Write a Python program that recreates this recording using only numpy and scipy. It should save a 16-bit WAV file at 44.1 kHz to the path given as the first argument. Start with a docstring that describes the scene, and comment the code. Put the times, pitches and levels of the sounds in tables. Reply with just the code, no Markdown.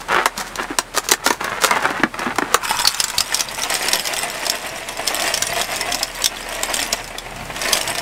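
"""A gas burner hisses under a pot and a low hum fills a parked car: noise and slowly wavering tones.
First a hand rubs, tears and snaps a cardboard box open: shaped noise coloured by the card and its walls.
Then dry pasta tubes slide out and click, drum on the box and drop: short decaying tones and noise puffs.
Soon after the tubes start, three blows ring the rim of the steel pot.
The padded cabin adds a short echo; the recorder turns down after loud sounds and rounds off the peaks."""
import sys
import numpy as np
from scipy import signal
from scipy.fft import rfft, irfft, next_fast_len
from scipy.io import wavfile
from scipy.ndimage import uniform_filter1d, map_coordinates

SR = 44100
rng = np.random.default_rng(int(sys.argv[2]) if len(sys.argv) > 2 else 0)


def generate_wav(signal):
    """Clip the signal to [-1, 1] and save it as 16-bit WAV at the path in sys.argv[1]."""
    frames = np.transpose(np.atleast_2d(signal))
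    scaled = np.clip(frames, -1, 1) * 32767
    pcm = np.round(scaled).astype(np.int16)
    wavfile.write(sys.argv[1], SR, pcm)


N = 353241  # length in samples, about 8 s


def amp(db):
    """Turn decibels into a plain gain."""
    return 10 ** (np.asarray(db) / 20)


def unit(x):
    """Scale a sound to an rms of 1."""
    return x / np.sqrt(np.mean(x ** 2) + 1e-20)


def seconds():
    """The time of every sample."""
    return np.arange(N) / SR


def along(points, hz):
    """Read a curve of (pitch_hz, value) points, evenly spaced in octaves."""
    point_hz, value = np.transpose(points)
    return np.interp(np.log(hz + 1), np.log(point_hz + 1), value)


def wobble(rate):
    """A smooth random curve with this many random points a second."""
    points = rng.standard_normal(int(N * rate / SR) + 4)
    return map_coordinates(points, [np.arange(N) * rate / SR])


def filtered(x, response):
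    """Change each frequency of x by a (possibly complex) response."""
    size = next_fast_len(N + SR // 2)
    return irfft(rfft(x, size) * response(np.fft.rfftfreq(size, 1 / SR)), size)[..., :N]


def colored_noise(points):
    """Steady noise with the colour of (pitch_hz, level_db) points, rms 1."""
    return unit(filtered(rng.standard_normal(N), lambda hz: amp(along(points, hz))))


def colored(x, points):
    """Colour x as a struck surface would: the filter starts at once (minimum phase) and has energy 1."""
    size = 2048
    log_gain = np.log(amp(along(points, np.fft.rfftfreq(size, 1 / SR))) + 1e-5)
    cepstrum = irfft(log_gain)
    # folding the second half onto the first leaves nothing before the start
    cepstrum = cepstrum * np.r_[1, 2 * np.ones(size // 2 - 1), 1, np.zeros(size // 2 - 1)]
    h = irfft(np.exp(rfft(cepstrum)))
    return signal.fftconvolve(x, h / np.linalg.norm(h))[:N]


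def grit(rate, spread_db, bed):
    """Random contacts, rate a second and of uneven strength, over a share of smooth noise; rms 1."""
    strength = amp(spread_db * np.clip(rng.standard_normal(N), -2, 2))
    hits = (rng.random(N) < rate / SR) * strength * rng.standard_normal(N)
    return unit(unit(hits) + bed * rng.standard_normal(N))


def placed(times, rows):
    """Add up short sounds, one row each, starting at their times."""
    at = np.round(times * SR).astype(int)[:, None] + np.arange(rows.shape[1])
    return np.bincount(at.ravel(), rows.ravel(), N + SR)[:N]


def bursts(times, level_db, t60, rise):
    """A puff of noise at each time: it rises in about rise seconds and falls 60 dB in t60 seconds."""
    t = np.arange(SR // 8) / SR
    shape = amp(-60 * t / t60) * (1 - np.exp(-t / rise))
    noise = rng.standard_normal((len(times), len(t)))
    return placed(times, amp(level_db)[:, None] * shape / shape.max() * noise)


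def bright_edge(x):
    """The sample-to-sample change, which favours the treble."""
    return np.diff(x, prepend=0)


def tones(times, level_db, hz, t60):
    """One fading tone at each time, each at its own pitch."""
    t = np.arange(SR // 20) / SR
    fade = amp(level_db[:, None] - 60 * t / t60)
    return placed(times, fade * np.sin(2 * np.pi * hz[:, None] * t))


def blows(times, level_db, modes, detune, scatter_db, size):
    """Blows that ring several fading tones; each tone's pitch and strength vary from blow to blow."""
    t = np.arange(size) / SR
    draw = rng.standard_normal((len(times), len(modes), 2))
    rows = 0
    for k, (hz, db, t60) in enumerate(modes):
        fade = amp(db + scatter_db * draw[:, k, :1] - 60 * t / t60)
        pitch = hz * np.exp(detune * draw[:, k, 1:])
        rows = rows + fade * np.sin(2 * np.pi * pitch * t)
    return placed(times, amp(level_db)[:, None] * rows)


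# Colour of the burner's hiss: pitch_hz, level_db (per Hz, relative)
BURNER_COLOR = [(120, -50), (200, -3), (409, -3), (696, -1), (777, -1.5), (2290, -8), (6280, -18.5),
                (8740, -17), (13300, -30), (16000, -35)]


def burner():
    """Gas rushing out of the burner makes a hiss whose level wavers a little."""
    waver_db = 1.5 * wobble(3.75)
    return amp(-37.0 + waver_db) * colored_noise(BURNER_COLOR)


# Low hum and the air rumble that comes with it: time_s, hum_level_db, rumble_level_db (before wavering)
HUM_LEVELS = [(0, -45.5, -51), (2.6, -46.5, -40.5), (3, -47.5, -48), (4.6, -51.5, -50), (5.1, -46.5, -44),
              (6.3, -42.5, -46), (7.3, -41.5, -44), (7.6, -44, -42)]
# Colour of the air rumble: pitch_hz, level_db (per Hz, relative)
RUMBLE_COLOR = [(30, -20), (52, -5.5), (120, 3.5), (240, -3.5), (420, -30)]


def hum_and_rumble():
    """An unsteady low tone and a tone at three times its pitch, with a rumble of air noise."""
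    time_s, *columns = np.transpose(HUM_LEVELS)
    hum_db, rumble_db = (np.interp(seconds(), time_s, c) for c in columns)
    pitch_hz = 38.6 + 0.6 * wobble(4.54)
    phase = 2 * np.pi * np.cumsum(pitch_hz) / SR
    # the higher tone fades faster than the hum
    third_db = -12.5 + 1.4 * (hum_db - hum_db.max()) + 3 * wobble(4)
    third = amp(third_db) * np.sin(3 * phase)
    hum = amp(hum_db + 0.65 * wobble(5.4)) * np.sqrt(2) * (np.sin(phase) + third)
    return hum + amp(rumble_db + 3.3 * wobble(6.2)) * colored_noise(RUMBLE_COLOR)


# How fast the cabin's echo dies away: pitch_hz, t60_s (time to fall 60 dB)
CABIN_DECAY = [(200, 0.12), (2000, 0.092), (12000, 0.085)]


def cabin(x):
    """The short echo of a padded cabin: fading noise, drawn anew every eighth of a second."""
    out, step = np.zeros(N + SR), SR // 8
    for at in range(0, N, step):
        hz, t, noise = signal.stft(rng.standard_normal(SR // 6), SR, nperseg=128)
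        fade = amp(-60 * t / along(CABIN_DECAY, hz)[:, None])
        tail = signal.istft(noise * fade, SR, nperseg=128)[1]
        echo = signal.fftconvolve(x[at:at + step], tail / np.linalg.norm(tail))
        out[at + 60:][:len(echo)] += echo  # starts 60 samples late
    return out[:N]


# Colour of dry fibres cracking: pitch_hz, level_db (per Hz, relative)
CRACK_COLOR = [(1200, -15), (2000, -8.5), (3800, -0.5), (5900, 0), (8400, -3.5), (12500, -12), (16000, -15)]


def crackling(x):
    """Give x the bright colour of dry material cracking."""
    return colored(x, CRACK_COLOR)


def strokes(rows, pointed):
    """Gain of strokes that swell and fade; a larger pointed makes a sharper middle."""
    t, out = seconds(), 0
    for start_s, length_s, level_db in rows:
        progress = np.clip((t - start_s) / length_s, 0, 1)
        out = out + amp(level_db) * np.sin(np.pi * progress) ** pointed
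    return out


# Fingers rubbing along the card: start_s, length_s, level_db (at the middle, before flutter and colour)
RUB_STROKES = [(.08, 0.18, -16), (.27, .1, -43), (.57, 0.084, -22.5), (.68, 0.075, -30.5),
               (1.16, 0.095, -37), (1.395, 0.11, -22), (1.48, .12, -23), (1.675, 0.13, -16),
               (1.79, 0.15, -19), (1.92, .12, -24), (2.135, 0.2, -23.5), (2.4, 0.22, -29.5)]
# Glued flaps tearing apart: start_s, length_s, level_db (at the middle, before flutter and colour)
TEAR_STROKES = [(0, 0.022, -31), (.355, .08, -25), (.43, 0.078, -40.5), (.935, 0.059, -30),
                (1.02, .067, -38), (1.085, 0.046, -23), (1.235, 0.082, -23), (1.30, 0.082, -33),
                (1.60, 0.093, -19), (2.515, 0.053, -34)]
# Card snapping: start_s, crack_level_db, wall_knock_level_db (before colour)
CARD_SNAPS = [(0.0857, -28, -23), (0.1446, -39, -7), (0.165, -39, -8.5), (0.1863, -41, -6.5),
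              (0.2572, -5.5, -1), (0.2632, -14, -11), (.3775, -14, -42), (0.5563, -20, -27),
              (.6054, -37, -25), (0.786, -4, -7.5), (0.947, -35, -20.5), (0.9659, -17, -23),
              (0.9746, -8.5, -10.5), (0.9821, -8, -12.5), (1.088, -8.5, -19), (1.1128, -6, -33),
              (1.1172, 3.5, -3), (1.1359, -10, -8), (1.2627, -4, -2.5), (1.2744, -7, -10.5),
              (1.3045, -10, -3.5), (1.3274, -16, -22), (1.4101, -29, -14.5), (1.4432, -14.5, -36),
              (1.6372, -7, -4), (1.6455, -1.5, -3), (1.709, -12.5, -5), (1.7697, -22, -11),
              (1.823, -30, -17), (1.8532, -22, -7), (1.9044, -25, -12), (1.9959, -43, -16), (2.034, -25, 0),
              (2.141, -29.5, -18), (2.192, -21, -33), (2.2613, -40, -17), (2.358, -23, -25),
              (2.384, -14, -6), (2.4206, -32, -10.5), (2.5433, -1.5, 1)]
# Blows that flex the whole box: start_s, level_db (before colour)
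BOX_THUMPS = [(0.376, -25.5), (.6054, -27), (0.7032, -20), (1.2611, -12.5), (1.8532, -36), (1.9043, -26),
              (1.9966, -19.5), (2.034, -6.5), (2.1925, -23), (2.262, -13), (2.279, -26), (2.384, -11.5),
              (2.4207, -18)]
# Colour of the closed box walls: pitch_hz, level_db (per Hz, relative)
WALL_COLOR = [(120, -28.5), (350, -4.5), (600, -8), (950, -2), (1700, -4.5), (3000, -16), (5000, -29),
              (12000, -70)]
# Colour of the whole box flexing: pitch_hz, level_db (per Hz, relative)
THUD_COLOR = [(70, -26), (130, -9), (280, 7.5), (450, -5), (900, -46.5)]


def card():
    """Rubbing drums the box walls, tearing crackles, and each snap cracks, knocks and thuds at once."""
    rubs, tears = strokes(RUB_STROKES, pointed=0.59), strokes(TEAR_STROKES, pointed=0.89)
    # faint, uneven rubbing of the hand on the box goes on until 3.4 s, under the first tubes
    rubs = rubs + amp(-43.5 + wobble(13)) * (seconds() < 3.4)
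    # a tear also drums the walls, and a rub also crackles
    rub_gain = (rubs + tears) * amp(1.85 * wobble(60))
    tear_gain = (tears + amp(-18) * rubs) * amp(3.5 * wobble(90))
    rub = rub_gain * grit(800, spread_db=3.0, bed=0.5)
    tear = tear_gain * grit(2000, spread_db=6.5, bed=0.5)

    snap_s, crack_db, knock_db = np.transpose(CARD_SNAPS)
    thump_s, thump_db = np.transpose(BOX_THUMPS)
    knocks = bursts(snap_s, knock_db, t60=0.022, rise=0.0011)
    cracks = bursts(snap_s, crack_db, t60=0.016, rise=0.00035)
    thud_s, thud_db = np.r_[snap_s, thump_s], np.r_[knock_db - 28, thump_db]
    thuds = bursts(thud_s, thud_db, t60=0.028, rise=0.0021)
    edges = bright_edge(bursts(snap_s, crack_db - 18, t60=0.0027, rise=0.0001))

    walls = colored(rub + knocks, WALL_COLOR)
    flexing = colored(amp(-15.5) * rub + thuds, THUD_COLOR)
    return walls + crackling(tear + cracks) + edges + flexing


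def resonances(modes):
    """Response of air that rings at several pitches, with alternating signs."""
    def response(f):
        total = 0
        for k, (center, width, db) in enumerate(modes):
            peak = 1j * f * width / (center * center - f * f + 1j * f * width)
            total = total + (-1) ** k * amp(db) * peak
        return total
    return response


# Air in the packed box, less of it and so higher: pitch_hz, width_hz, level_db
PACKED_AIR = [(920, 115, 0.5), (1450, 520, -3.5), (2580, 210, -7)]
# Air in the box once space has opened up: pitch_hz, width_hz, level_db
OPEN_AIR = [(305, 340, -7.5), (685, 97, 3), (997, 310, -4.5), (1924, 390, -2.5), (2680, 620, -7)]
# When the air space opens up: start_s, end_s
OPENING_TIMES = (2.87, 3.83)


def box_air(x):
    """Air in the box rings, blending to lower pitches as tubes leave; a small box gives off little bass."""
    empty = np.interp(seconds(), OPENING_TIMES, [0, 1])
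    x = filtered(x, lambda hz: 1j * hz / (250 + 1j * hz))  # less bass below 250 Hz
    packed = filtered(x, resonances(PACKED_AIR))
    return (1 - empty) * packed + empty * filtered(x, resonances(OPEN_AIR))


# Ringing of one dry tube: pitch_hz, level_db, t60_s (before each blow's variation)
TUBE_MODES = [(3400, -1.5, 0.0069), (4100, -11.5, 0.0054), (5284, -5, 0.017), (7350, -9, 0.011),
              (8320, -2.5, 0.0088), (11200, -20, 0.012), (11420, -13, 0.019)]


def tube_blows(times, level_db, detune, scatter_db=4, size=512):
    """Struck dry tubes ring briefly at several pitches, a little different for each blow."""
    return blows(times, level_db, TUBE_MODES, detune, scatter_db, size)


# Pasta sliding out: time_s, level_db (drumming on the box, before surges and flutter)
PASTA_FLOW = [(2.6, -46), (2.63, -25.5), (2.89, -26), (3.2, -31), (3.5, -29), (3.76, -26), (3.86, -22),
              (4.05, -27), (4.41, -29), (4.89, -33.5), (5.2, -25), (5.46, -25.5), (5.92, -28.5), (6.3, -34),
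              (6.52, -31.5), (6.8, -25.5), (6.99, -30), (7.06, -40.5), (7.5, -40), (7.7, -22.5),
              (8.01, -30.5)]


def rattle():
    """Many tubes of slightly different size click, scrape and drum as they slide."""
    flow_s, flow_db = np.transpose(PASTA_FLOW)
    drum_db = np.interp(seconds(), flow_s, flow_db, left=-120, right=-120)
    clatter_db = -28 + 1.46 * (drum_db + 24)  # swings wider than the drumming
    surge = wobble(22)  # tubes come in little slides

    when, luck = rng.uniform(flow_s[0], N / SR, size=4500), rng.exponential(size=4500)
    small = tube_blows(when, 3.7 * np.minimum(luck, 4), detune=0.112, scatter_db=6.5, size=256)
    # fewer, nearer tubes with a bright edge
    when, luck = rng.uniform(flow_s[0], N / SR, size=260), rng.exponential(size=260)
    near_db = 4 * np.minimum(luck, 3)
    edges = bright_edge(bursts(when, near_db, t60=0.0079, rise=0.0001))
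    ticks = unit(tube_blows(when, near_db, detune=0.057)) + amp(-13.5) * unit(edges)

    slide = crackling(grit(900, spread_db=6.5, bed=0.63))
    drum = unit(box_air(grit(800, spread_db=2.0, bed=0.88)))
    clatter = unit(small) + amp(-0.5) * ticks + amp(-4.5) * slide
    drum_gain = amp(drum_db + 1.2 * surge + 2.2 * wobble(35))
    return amp(clatter_db + 2.2 * surge) * clatter + drum_gain * drum


# Tubes dropping against the box or into the water, dull knocks: start_s, level_db (relative), plop_pitch_hz
TUBE_DROPS = [(2.709, 1, 867), (2.744, -6.5, 890), (2.8, -5, 950), (2.843, -4.5, 860), (3.137, -10, 970),
              (3.205, -11, 1300), (3.324, -3.5, 1830), (3.635, -15.5, 1363), (3.883, -11, 1950),
              (3.941, -8, 655), (4.467, -10, 710), (4.994, -8.5, 687), (5.523, -7.5, 2000), (5.6, -6, 705),
              (5.81, -14, 1930), (5.826, -11, 2070), (6.01, -13, 813), (6.206, -13, 710), (6.684, -13, 904),
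              (6.698, -9.5, 700), (6.774, -16, 670), (6.791, -8, 1920), (6.933, -4.5, 654),
              (7.105, -20, 686), (7.15, -15.5, 680), (7.262, -15, 710), (7.32, -17.5, 690),
              (7.5, -11.5, 685), (7.654, -6.5, 2030), (7.888, -9, 727)]


def drops():
    """A dropping tube knocks the air in the box and plops with one short fading tone."""
    drop_s, drop_db, plop_hz = np.transpose(TUBE_DROPS)
    knocks = box_air(bursts(drop_s, drop_db + 2.0, t60=0.054, rise=0.0013))
    return knocks + tones(drop_s, drop_db - 7.0, plop_hz, t60=0.037)


# Tubes striking the pot rim: start_s, level_db (relative)
RIM_STRIKES = [(2.8521, -5), (2.8734, -3), (3.1842, -11)]
# Ringing of the steel rim: pitch_hz, level_db, t60_s (before each blow's variation)
RIM_RINGING = [(4400, 0, 0.045), (4690, -5, .03), (5240, -3, .025)]


def pot_rim():
    """A tube striking the steel rim rings it at a few high pitches."""
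    rim_s, rim_db = np.transpose(RIM_STRIKES)
    return blows(rim_s, rim_db, RIM_RINGING, detune=0.0051, scatter_db=3.5, size=6000)


# Loud tube clicks: start_s, level_db (relative), main_ring_pitch_hz
LOUD_CLICKS = [(2.6523, -6, 3030), (2.6932, -11.5, 9000), (2.7102, -5.5, 2980), (2.7999, -6, 8500),
               (2.851, -3, 4450), (2.8741, 10.5, 4470), (2.9456, -4, 7100), (3.0015, 6.5, 5240),
               (3.0404, 2.5, 7220), (3.082, -8, 7830), (3.1005, -5.5, 7140), (3.1821, 4, 4560),
               (3.206, 4, 5060), (3.3232, -15, 3230), (3.3447, 3, 5570), (3.373, -5, 5100),
               (3.3941, -3, 5000), (3.4066, 2.5, 5730), (3.6358, -5.5, 3800), (3.701, -6, 8040),
               (3.7518, -3, 5500), (3.885, 1.5, 5380), (3.9325, 4, 5580), (3.9952, -7, 5160),
               (4.0535, -7, 5300), (4.072, -1.5, 5360), (4.1368, -4.5, 5600), (4.2324, -6, 8800),
               (4.4655, -5, 5100), (4.4983, 2.5, 5370), (4.8876, -12.5, 9840), (5.0763, 1, 5280),
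               (5.2212, -3.5, 5500), (5.277, -8, 5300), (5.3407, -0.5, 5370), (5.3754, -2.5, 5860),
               (5.423, 3.5, 5750), (5.4686, -4, 9000), (5.5624, -10, 3240), (5.614, -2.5, 3380),
               (5.8107, -6, 5400), (5.9228, -6.5, 3420), (5.9458, -0.5, 5470), (6.0301, -.5, 5200),
               (6.2202, -9.5, 7900), (6.2421, 2, 5900), (6.2595, 6.5, 5420), (6.6332, -3.5, 7520),
               (6.741, -2.5, 7200), (6.7926, -6.5, 3460), (6.9279, 2.5, 5540), (6.828, -6.5, 5300),
               (7.043, -18, 5200), (7.077, -18.5, 7000), (7.184, -10, 3430), (7.362, -24, 8500),
               (7.454, -22, 8600), (7.5635, -14.5, 3270), (7.616, -10, 5330), (7.6866, -6, 4400),
               (7.7307, 7.5, 4820), (7.7719, -1, 3100), (7.8772, -5, 7960), (7.9512, -8.5, 3540),
               (7.983, -6, 5000)]


def clicks():
    """Each loud tube contact cracks, rings, bounces once and knocks the air in the box."""
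    click_s, click_db, main_hz = np.transpose(LOUD_CLICKS)
    draw = rng.random((len(click_s), 2))
    bounce_s = click_s + 0.0015 + 0.006 * draw[:, 0]
    bounce_db = click_db - 1.5 - 9 * draw[:, 1]
    both_s, both_db = np.r_[click_s, bounce_s], np.r_[click_db, bounce_db]

    cracks = bursts(both_s, both_db - 11, t60=0.014, rise=0.00074)
    # a faint puff of noise starts 5 ms earlier, so the click begins softly
    lead_in = bursts(click_s - 0.005, click_db - 30.5, t60=0.042, rise=0.0028)
    ticks = bright_edge(bursts(both_s, both_db - 27, t60=0.0036, rise=0.0001))
    rings = tones(click_s, click_db - 6.5, main_hz, t60=0.015)
    rings = rings + tube_blows(both_s, both_db - 15.0, detune=0.038)
    # the knock follows the drumming of the moment
    knock_db = np.interp(click_s, *np.transpose(PASTA_FLOW)) + 19.5
    knock_db = knock_db + 3.5 * rng.standard_normal(len(click_s))
    knocks = box_air(bursts(click_s, knock_db, t60=0.035, rise=0.00081))
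    return crackling(cracks + lead_in) + ticks + rings + knocks


def scene():
    """Card and pasta sound near by and echo in the cabin, over the burner, hum and rumble."""
    near = card() + rattle() + drops() + pot_rim() + clicks()
    return (near + amp(-7.0) * cabin(near) + burner() + hum_and_rumble())[None]


def record(dry):
    """The recorder turns down after loud sounds, rounds off peaks and cuts the top treble."""
    keep = np.exp(-1 / (0.066 * SR))  # remembers power for about 66 ms
    recent_power = signal.lfilter([1 - keep], [1, -keep], dry ** 2)
    recent_db = 10 * np.log10(recent_power + 1e-9)
    duck_db = uniform_filter1d(0.32 * np.maximum(recent_db + 25.0, 0), size=150)
    x = dry * amp(-duck_db)
    x = x / (1 + np.abs(x) ** 8) ** (1 / 8)  # peaks stay below full scale
    return filtered(x, lambda hz: 1 / (1 + (hz / 15750) ** 200))  # steep cut at 15750 Hz


dry = scene()
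out = record(dry)
generate_wav(out)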